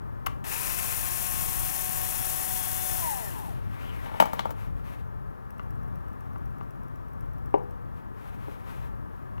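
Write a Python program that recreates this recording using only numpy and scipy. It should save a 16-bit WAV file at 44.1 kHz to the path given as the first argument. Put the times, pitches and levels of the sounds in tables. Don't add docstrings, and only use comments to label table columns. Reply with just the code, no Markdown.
import sys
import numpy as np
from scipy import signal
from scipy.fft import rfft, irfft
from scipy.io import wavfile
from scipy.ndimage import map_coordinates

SR = 44100
rng = np.random.default_rng(int(sys.argv[2]) if len(sys.argv) > 2 else 0)


def wav_record(signal):
    frames = np.transpose(np.atleast_2d(signal))
    bounded = np.clip(frames, -1, 1)
    quanta = np.round(bounded * 32767).astype(np.int16)
    wavfile.write(sys.argv[1], SR, quanta)


N = 414540


def undb(db):
    return 10 ** (np.asarray(db) / 20)


def response(points, hz):
    f, db = np.transpose(points)
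    return undb(np.interp(np.log(hz + 0.0014), np.log(f), db))


def colour(x, points):
    count = x.shape[-1]
    return irfft(rfft(x) * response(points, np.fft.rfftfreq(count, 1 / SR)), count)


def cut(x, hz, kind, order=2):
    return signal.sosfilt(signal.butter(order, hz, kind, fs=SR, output="sos"), x)


def unit(x):
    return x / np.sqrt(np.mean(x ** 2))


def walk(rate):
    steps = rng.standard_normal(4000)
    return map_coordinates(steps, [np.arange(N) / SR * rate], order=2, mode="wrap")


def fade(t, t60):
    return np.exp(-np.log(1000) * t / t60)


def swell(middle_s, length_s):
    return np.exp(-2 * ((np.arange(N) / SR - middle_s) / length_s) ** 2)


def strokes(rows):
    return np.sqrt(sum((undb(db) * swell(s, length)) ** 2 for s, length, db in rows))


def diffuse(count, alike_hz, treble_share):
    left, other = rfft(rng.standard_normal((2, count)))
    bass = 1 / (1 + (np.fft.rfftfreq(count, 1 / SR) / alike_hz) ** 3)
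    alike = np.clip(bass + treble_share * (1 - bass), 0, 1)
    right = alike * left + np.sqrt(1 - alike ** 2) * other
    return irfft([left, right], count)


def scattered(count):
    return diffuse(count, alike_hz=2600, treble_share=.62)


def grains(spread_db):
    size = np.repeat(rng.standard_normal(N // 16 + 1), 16)[:N]
    return unit(scattered(N) * undb(spread_db * size))


def add(track, s, x):
    i = int(s * SR)
    track[:, i:i + x.shape[-1]] += x[..., :N - i]


def ring(modes):
    t = np.arange(SR // 4) / SR
    body = 0
    for k, (hz, db, t60) in enumerate(modes):
        sign = (-1) ** k
        body = body + sign * undb(db) * fade(t, t60) * np.sin(2 * np.pi * hz * t)
    return body


# (frequency [Hz], level [dB])
TRAFFIC_SPECTRUM = [(20, -28), (35, -9.5), (50, -13.5), (110, -11), (160, -18.5), (300, -26.5),
                    (600, -33.5), (1250, -33.5), (1450, -41), (1700, -40.5), (2100, -53.5), (4000, -68),
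                    (8000, -73), (13000, -68)]


def traffic(right_db):
    noise = colour(diffuse(N, alike_hz=2240, treble_share=0), TRAFFIC_SPECTRUM)
    rumble = cut(noise, 249, "low", order=1)
    hiss = noise - rumble
    sides = undb([[0], [right_db]])
    return (rumble * undb(2.0 * walk(5)) + hiss * undb(.5 * walk(1.324))) * sides


def whistle(hz, db):
    return undb(db) * np.sin(2 * np.pi * np.cumsum(hz + 25 * walk(80)) / SR)


def blows(hits, modes, low_hz, crack_db, crack_t60, rattle_db, rattle_t60, scuff_t60,
          rebound_s, rebound_db):
    out, body = np.zeros((2, N)), ring(modes)
    t = np.arange(len(body)) / SR
    noise_fade = undb(crack_db) * fade(t, crack_t60) + undb(rattle_db) * fade(t, rattle_t60)
    for s, db, bright_hz, scuff_db in hits:
        tone = cut(body, bright_hz, "low")
        tone = tone / np.abs(tone).max()
        for delay, drop_db in [(0, 0), (rebound_s, rebound_db)]:
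            noise = cut(scattered(len(t)), low_hz, "high")
            noise = unit(cut(noise, bright_hz * 0.24, "low"))
            hit = tone + noise * noise_fade
            grit = scattered(len(t))
            scuff = (cut(grit, 14000, "high") + .5 * cut(grit, 1900, "high")) * fade(t, scuff_t60)
            add(out, s + delay, undb(drop_db) * (undb(db) * hit + undb(scuff_db) * scuff))
    return out


# (frequency [Hz], level [dB], time to fade by 60 dB [s])
BIT_RING = [(762, -2.5, 0.027), (970, -2, 0.055), (1141, 5.5, 0.029), (1430, 4.5, 0.016), (2010, -3, 0.021),
            (2825, -0.5, 0.014), (3460, -18, 0.022), (4150, -20, .012)]
# (time [s], level [dB], contact brightness [Hz], gritty scuff level [dB])
BIT_BLOWS = [(.2628, -27, 5000, -22), (.2654, -16, 4030, -21), (.2692, -14.5, 4970, -38),
             (5.595, -25.5, 2600, -68), (6.359, -30, 990, -73), (6.61, -28, 1170, -75),
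             (9.38, -35, 4000, -70)]


def bit_clicks():
    return blows(BIT_BLOWS, BIT_RING, low_hz=605, crack_db=-10.5, crack_t60=0.015, rattle_db=-27,
                 rattle_t60=0.21, scuff_t60=0.021, rebound_s=0.0075, rebound_db=-20)


TRIGGER_ON_S, TRIGGER_OFF_S = .43, 2.986
FREE_HZ, SPIN_UP_S = 368.9, .058
COAST_S, FRICTION_HZ_PER_S = 1.5, 415
LOAD_SHARE, LOAD_EASE_S, SCREW_OUT_S = .085, .6, 2.9


def motor():
    t = np.arange(N) / SR
    driven = np.clip(t, TRIGGER_ON_S, TRIGGER_OFF_S) - TRIGGER_ON_S
    coasting = np.maximum(t - TRIGGER_OFF_S, 0)
    inrush, load = np.exp(-driven / SPIN_UP_S), np.exp(-driven / LOAD_EASE_S)
    speed = FREE_HZ * (1 - inrush) * (1 - LOAD_SHARE * load)
    braking = FRICTION_HZ_PER_S * COAST_S
    speed = np.maximum((speed + braking) * np.exp(-coasting / COAST_S) - braking, 0)
    return speed, load, inrush


# (multiple of the motor speed, level [dB])
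GEAR_LINES = [(.8, -52), (1, -51.5), (1.64, -52), (3, -44.5), (4, -53.5), (5, -65), (6, -51.5),
              (6.91, -53.5), (9, -54), (9.54, -53)]
# (frequency [Hz], level [dB])
HOUSING_CURVE = [(150, -35), (300, -8.5), (365, 1), (480, -7), (600, 2), (730, 7.5), (870, 14.5),
                 (1000, 14), (1100, -0.5), (1400, -4), (1800, 9), (2200, -3.5), (2550, -3), (4000, -3.5)]


def gear_whine(speed, turn, pace, load):
    wobble_db = -44.5 - 8 * load
    whine = 0
    for multiple, db in list(GEAR_LINES) + [(2, wobble_db)]:
        flutter_db = np.sqrt(multiple) * walk(14)
        line = np.sqrt(2) * np.sin(multiple * turn) * undb(db + flutter_db)
        whine = whine + line * response(HOUSING_CURVE, multiple * speed)
    return whine * pace ** 0.26 * undb(-1 - 9.5 * load)


def mirrored(x):
    t = np.arange(N) / SR
    lag = .000905 + .000004 * (t + 2 * walk(1.5))
    reflection = np.array([map_coordinates(side, [(t - lag) * SR], order=3) for side in x])
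    return x + undb(-13) * reflection


# (frequency [Hz], level [dB])
BRUSH_SPECTRUM = [(3000, -43), (4900, -39.5), (5600, -32.5), (7200, -31.5), (7800, -30.5), (8800, -29.5),
                  (9900, -23), (10900, -26.5), (11700, -23.5), (12300, -25.5), (14000, -22.5),
                  (15000, -24.5), (15700, -31), (16000, -62)]


def brush_hiss(turn, pace, inrush):
    throb = 1 + 0.11 * np.sin(.8 * turn)
    flicker = undb(0.62 * walk(70))
    hiss = mirrored(colour(grains(spread_db=2.5) * throb * flicker, BRUSH_SPECTRUM))
    rubbing = pace ** 1.94 * undb(0.2)
    sparking = inrush * pace ** .5 * undb(-14)
    return hiss * (rubbing + sparking)


# (frequency [Hz], level [dB])
GEAR_SPECTRUM = [(150, -54), (300, -39), (520, -35), (680, -21.5), (800, -20), (1000, -21.5), (1200, -28.5),
                 (1400, -28), (1850, -23.5), (2200, -32.5), (2800, -28.5), (3200, -33.5), (4500, -39.5),
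                 (8000, -52)]


def gear_rattle(turn, pace, load, inrush):
    rattle = colour(grains(spread_db=2) * (1 + 0.36 * np.sin(turn)), GEAR_SPECTRUM)
    running = pace ** 0.98 * undb(-3 - 4 * load)
    jolt = inrush * undb(-4)
    return rattle * (running + jolt)


# (frequency [Hz], level [dB])
THREAD_SPECTRUM = [(700, -32), (1200, -26.5), (1900, -30.5), (2200, -30.5), (2600, -25), (3100, -38.5),
                   (5000, -39), (9000, -36)]
# (middle [s], length [s], level [dB])
SCREW_SCRAPES = [(.53, 0.057, -3), (.72, 0.35, -10), (2.97, 0.18, -11)]


def thread_rasp(pace):
    t = np.arange(N) / SR
    rasp = colour(grains(spread_db=3.5), THREAD_SPECTRUM) * undb(1.55 * walk(22.2))
    engaged = np.clip((SCREW_OUT_S - t) / (SCREW_OUT_S - TRIGGER_ON_S), 0, 1)
    return rasp * (pace * engaged * undb(.5) + strokes(SCREW_SCRAPES))


def screwdriver(slack_s):
    t = np.arange(N) / SR
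    speed, load, inrush = motor()
    pace = speed / FREE_HZ
    speed = speed * (1 + .003 * walk(60))
    turn = 2 * np.pi * np.cumsum(speed) / SR
    sound = gear_whine(speed, turn, pace, load) + brush_hiss(turn, pace, inrush)
    sound = sound + gear_rattle(turn, pace, load, inrush) + thread_rasp(pace)
    return sound * (t > TRIGGER_ON_S + slack_s)


# (frequency [Hz], level [dB])
CLOTH_SPECTRUM = [(300, -38.5), (1000, -36), (2500, -46), (4500, -59.5), (8000, -64), (13000, -57.5),
                  (16000, -61)]
# (middle [s], length [s], level [dB])
CLOTH_STROKES = [(3.6, .2, -5.5), (3.9, 0.32, 6.5), (4.25, 0.36, 6.5), (4.63, 0.085, 3), (4.9, .17, 1),
                 (7.98, 0.05, -8), (8.25, 0.12, 0), (8.48, .16, 2), (8.74, 0.17, 3.5), (9.19, 0.13, -12)]


def cloth_rubs():
    rub = colour(grains(spread_db=1), CLOTH_SPECTRUM) * undb(2.1 * walk(35))
    return rub * strokes(CLOTH_STROKES)


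# (middle [s], length [s], level [dB])
ARM_SWING = [(3.95, 0.31, -51)]


def arm_swish():
    swish_hz = 1830 + 1250 * swell(middle_s=3.88, length_s=0.12)
    carrier = np.sin(2 * np.pi * np.cumsum(swish_hz) / SR)
    swish = unit(cut(rng.standard_normal(N), 233, "low") * carrier)
    return swish * strokes(ARM_SWING)


# (frequency [Hz], level [dB], time to fade by 60 dB [s])
TOOL_RING = [(194, -12.5, 0.063), (260, -20, 0.034), (496, -6, 0.034), (625, -1.5, 0.037),
             (720, -0.5, 0.028), (908, 3.5, 0.03), (1190, -4, 0.047), (1360, -5.5, 0.032),
             (1840, -5, 0.0066), (2230, -9, 0.024), (2990, -10.5, 0.028), (3640, -9, 0.0082)]
# (middle [s], length [s], level [dB])
FLOOR_SCRAPES = [(4.075, .05, -36.5), (4.16, 0.074, -41)]


def floor_scrapes():
    drag = signal.fftconvolve(grains(spread_db=9.5), ring(TOOL_RING)[None], axes=1)[:, :N]
    drag = unit(cut(drag, 450, "high"))
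    return drag * undb(2 * walk(60)) * strokes(FLOOR_SCRAPES)


# (time [s], level [dB], contact brightness [Hz], gritty scuff level [dB])
TOOL_BLOWS = [(4.116, -28, 1500, -62), (4.145, -26, 1500, -60), (4.2001, -5, 6600, -24),
              (4.2013, -3.5, 3520, -18), (4.2225, -7, 1410, -28), (4.2555, -21, 1000, -33),
              (4.332, -17, 2010, -30), (4.393, -14.5, 9600, -36), (4.4545, -14.5, 1190, -41),
              (4.492, -26, 900, -50), (4.506, -24.5, 2000, -35)]


def tool_laid_down():
    return blows(TOOL_BLOWS, TOOL_RING, low_hz=149, crack_db=-7.5, crack_t60=0.026, rattle_db=-29,
                 rattle_t60=0.25, scuff_t60=0.054, rebound_s=.0145, rebound_db=-14.5)


# (frequency [Hz], level [dB], time to fade by 60 dB [s])
TICK_RING = [(2100, -13, .012), (2700, -9, .012), (5520, -14.5, 0.017), (6000, -16, 0.011)]
# (time into the cycle [s], level before gain and accent [dB])
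TICKS_IN_CYCLE = [(0, -55), (.0762, -49), (0.1253, -49.5), (.2007, -45)]
TICKING_FROM_S, TICKING_TO_S, TICK_CYCLE_S = 5.506, 7.78, .2503


def ticks(gain_db):
    out, t = np.zeros((2, N)), np.arange(SR // 40) / SR
    ping = ring(TICK_RING)[:len(t)]
    for start in np.arange(TICKING_FROM_S, TICKING_TO_S, TICK_CYCLE_S):
        for offset, db in TICKS_IN_CYCLE:
            s = start + offset
            if s < TICKING_TO_S:
                accent_db = 15 * np.exp((TICKING_FROM_S - s) / 0.053)
                noise = diffuse(len(t), alike_hz=2500, treble_share=.2)
                snap = cut(noise, 10500, "high") * fade(t, 0.011)
                add(out, s, undb(db + gain_db + accent_db) * (snap + .8 * ping))
    return out


# (frequency [Hz], level [dB], time to fade by 60 dB [s])
COVER_RING = [(276, -11, 0.11), (414, -4, 0.074), (487, -21.5, 0.5), (550, -4, 0.033), (690, -1, 0.015),
              (834, -0.5, 0.038), (882, -22, 0.17), (945, -10.5, 0.031), (1180, -15.5, 0.017),
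              (2050, -25, 0.017), (2900, -25, 0.014)]
# (time [s], level [dB], contact brightness [Hz], gritty scuff level [dB])
COVER_BLOWS = [(7.5412, -3.5, 2150, -68), (7.5465, -14, 2200, -72), (8.482, -27.5, 500, -75)]


def cover_knocks():
    return blows(COVER_BLOWS, COVER_RING, low_hz=200, crack_db=-40, crack_t60=0.012, rattle_db=-34,
                 rattle_t60=0.13, scuff_t60=.03, rebound_s=0.017, rebound_db=-16)


def garage(x, tail_db, tail_t60):
    t = np.arange(SR * 3 // 4) / SR
    tail = diffuse(len(t), alike_hz=2600, treble_share=0) * fade(t, tail_t60)
    tail = tail * (t > .008)
    tail = cut(tail / np.linalg.norm(tail[0]), 7600, "low", order=1)
    return x + undb(tail_db) * signal.fftconvolve(x, tail, axes=1)[:, :N]


# (frequency [Hz], level against the left [dB])
SHADOW_CURVE = [(100, -10), (400, -4), (1000, -7), (2500, -9.5), (6000, -11), (12000, -13), (16000, -23.5)]


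def scene():
    work = whistle(hz=12420, db=-80.5) + bit_clicks() + screwdriver(slack_s=0.011)
    work += cloth_rubs() + arm_swish() + floor_scrapes() + tool_laid_down()
    work += ticks(gain_db=0.5) + cover_knocks()
    left, right = garage(work, tail_db=-11.5, tail_t60=0.32)
    return np.array([left, colour(right, SHADOW_CURVE)]) + traffic(right_db=-4.0)


def record(dry):
    lag_s = 6e-5
    delay = np.exp(-2j * np.pi * np.fft.rfftfreq(N, 1 / SR) * lag_s)
    right = -irfft(rfft(dry[1]) * delay, N)
    pair = np.array([dry[0], right])
    rounded = pair / (1 + (pair / .92) ** 4) ** .25
    return signal.sosfilt(signal.ellip(10, .2, 70, 16100, fs=SR, output="sos"), rounded)


dry = scene()
out = record(dry)
wav_record(out)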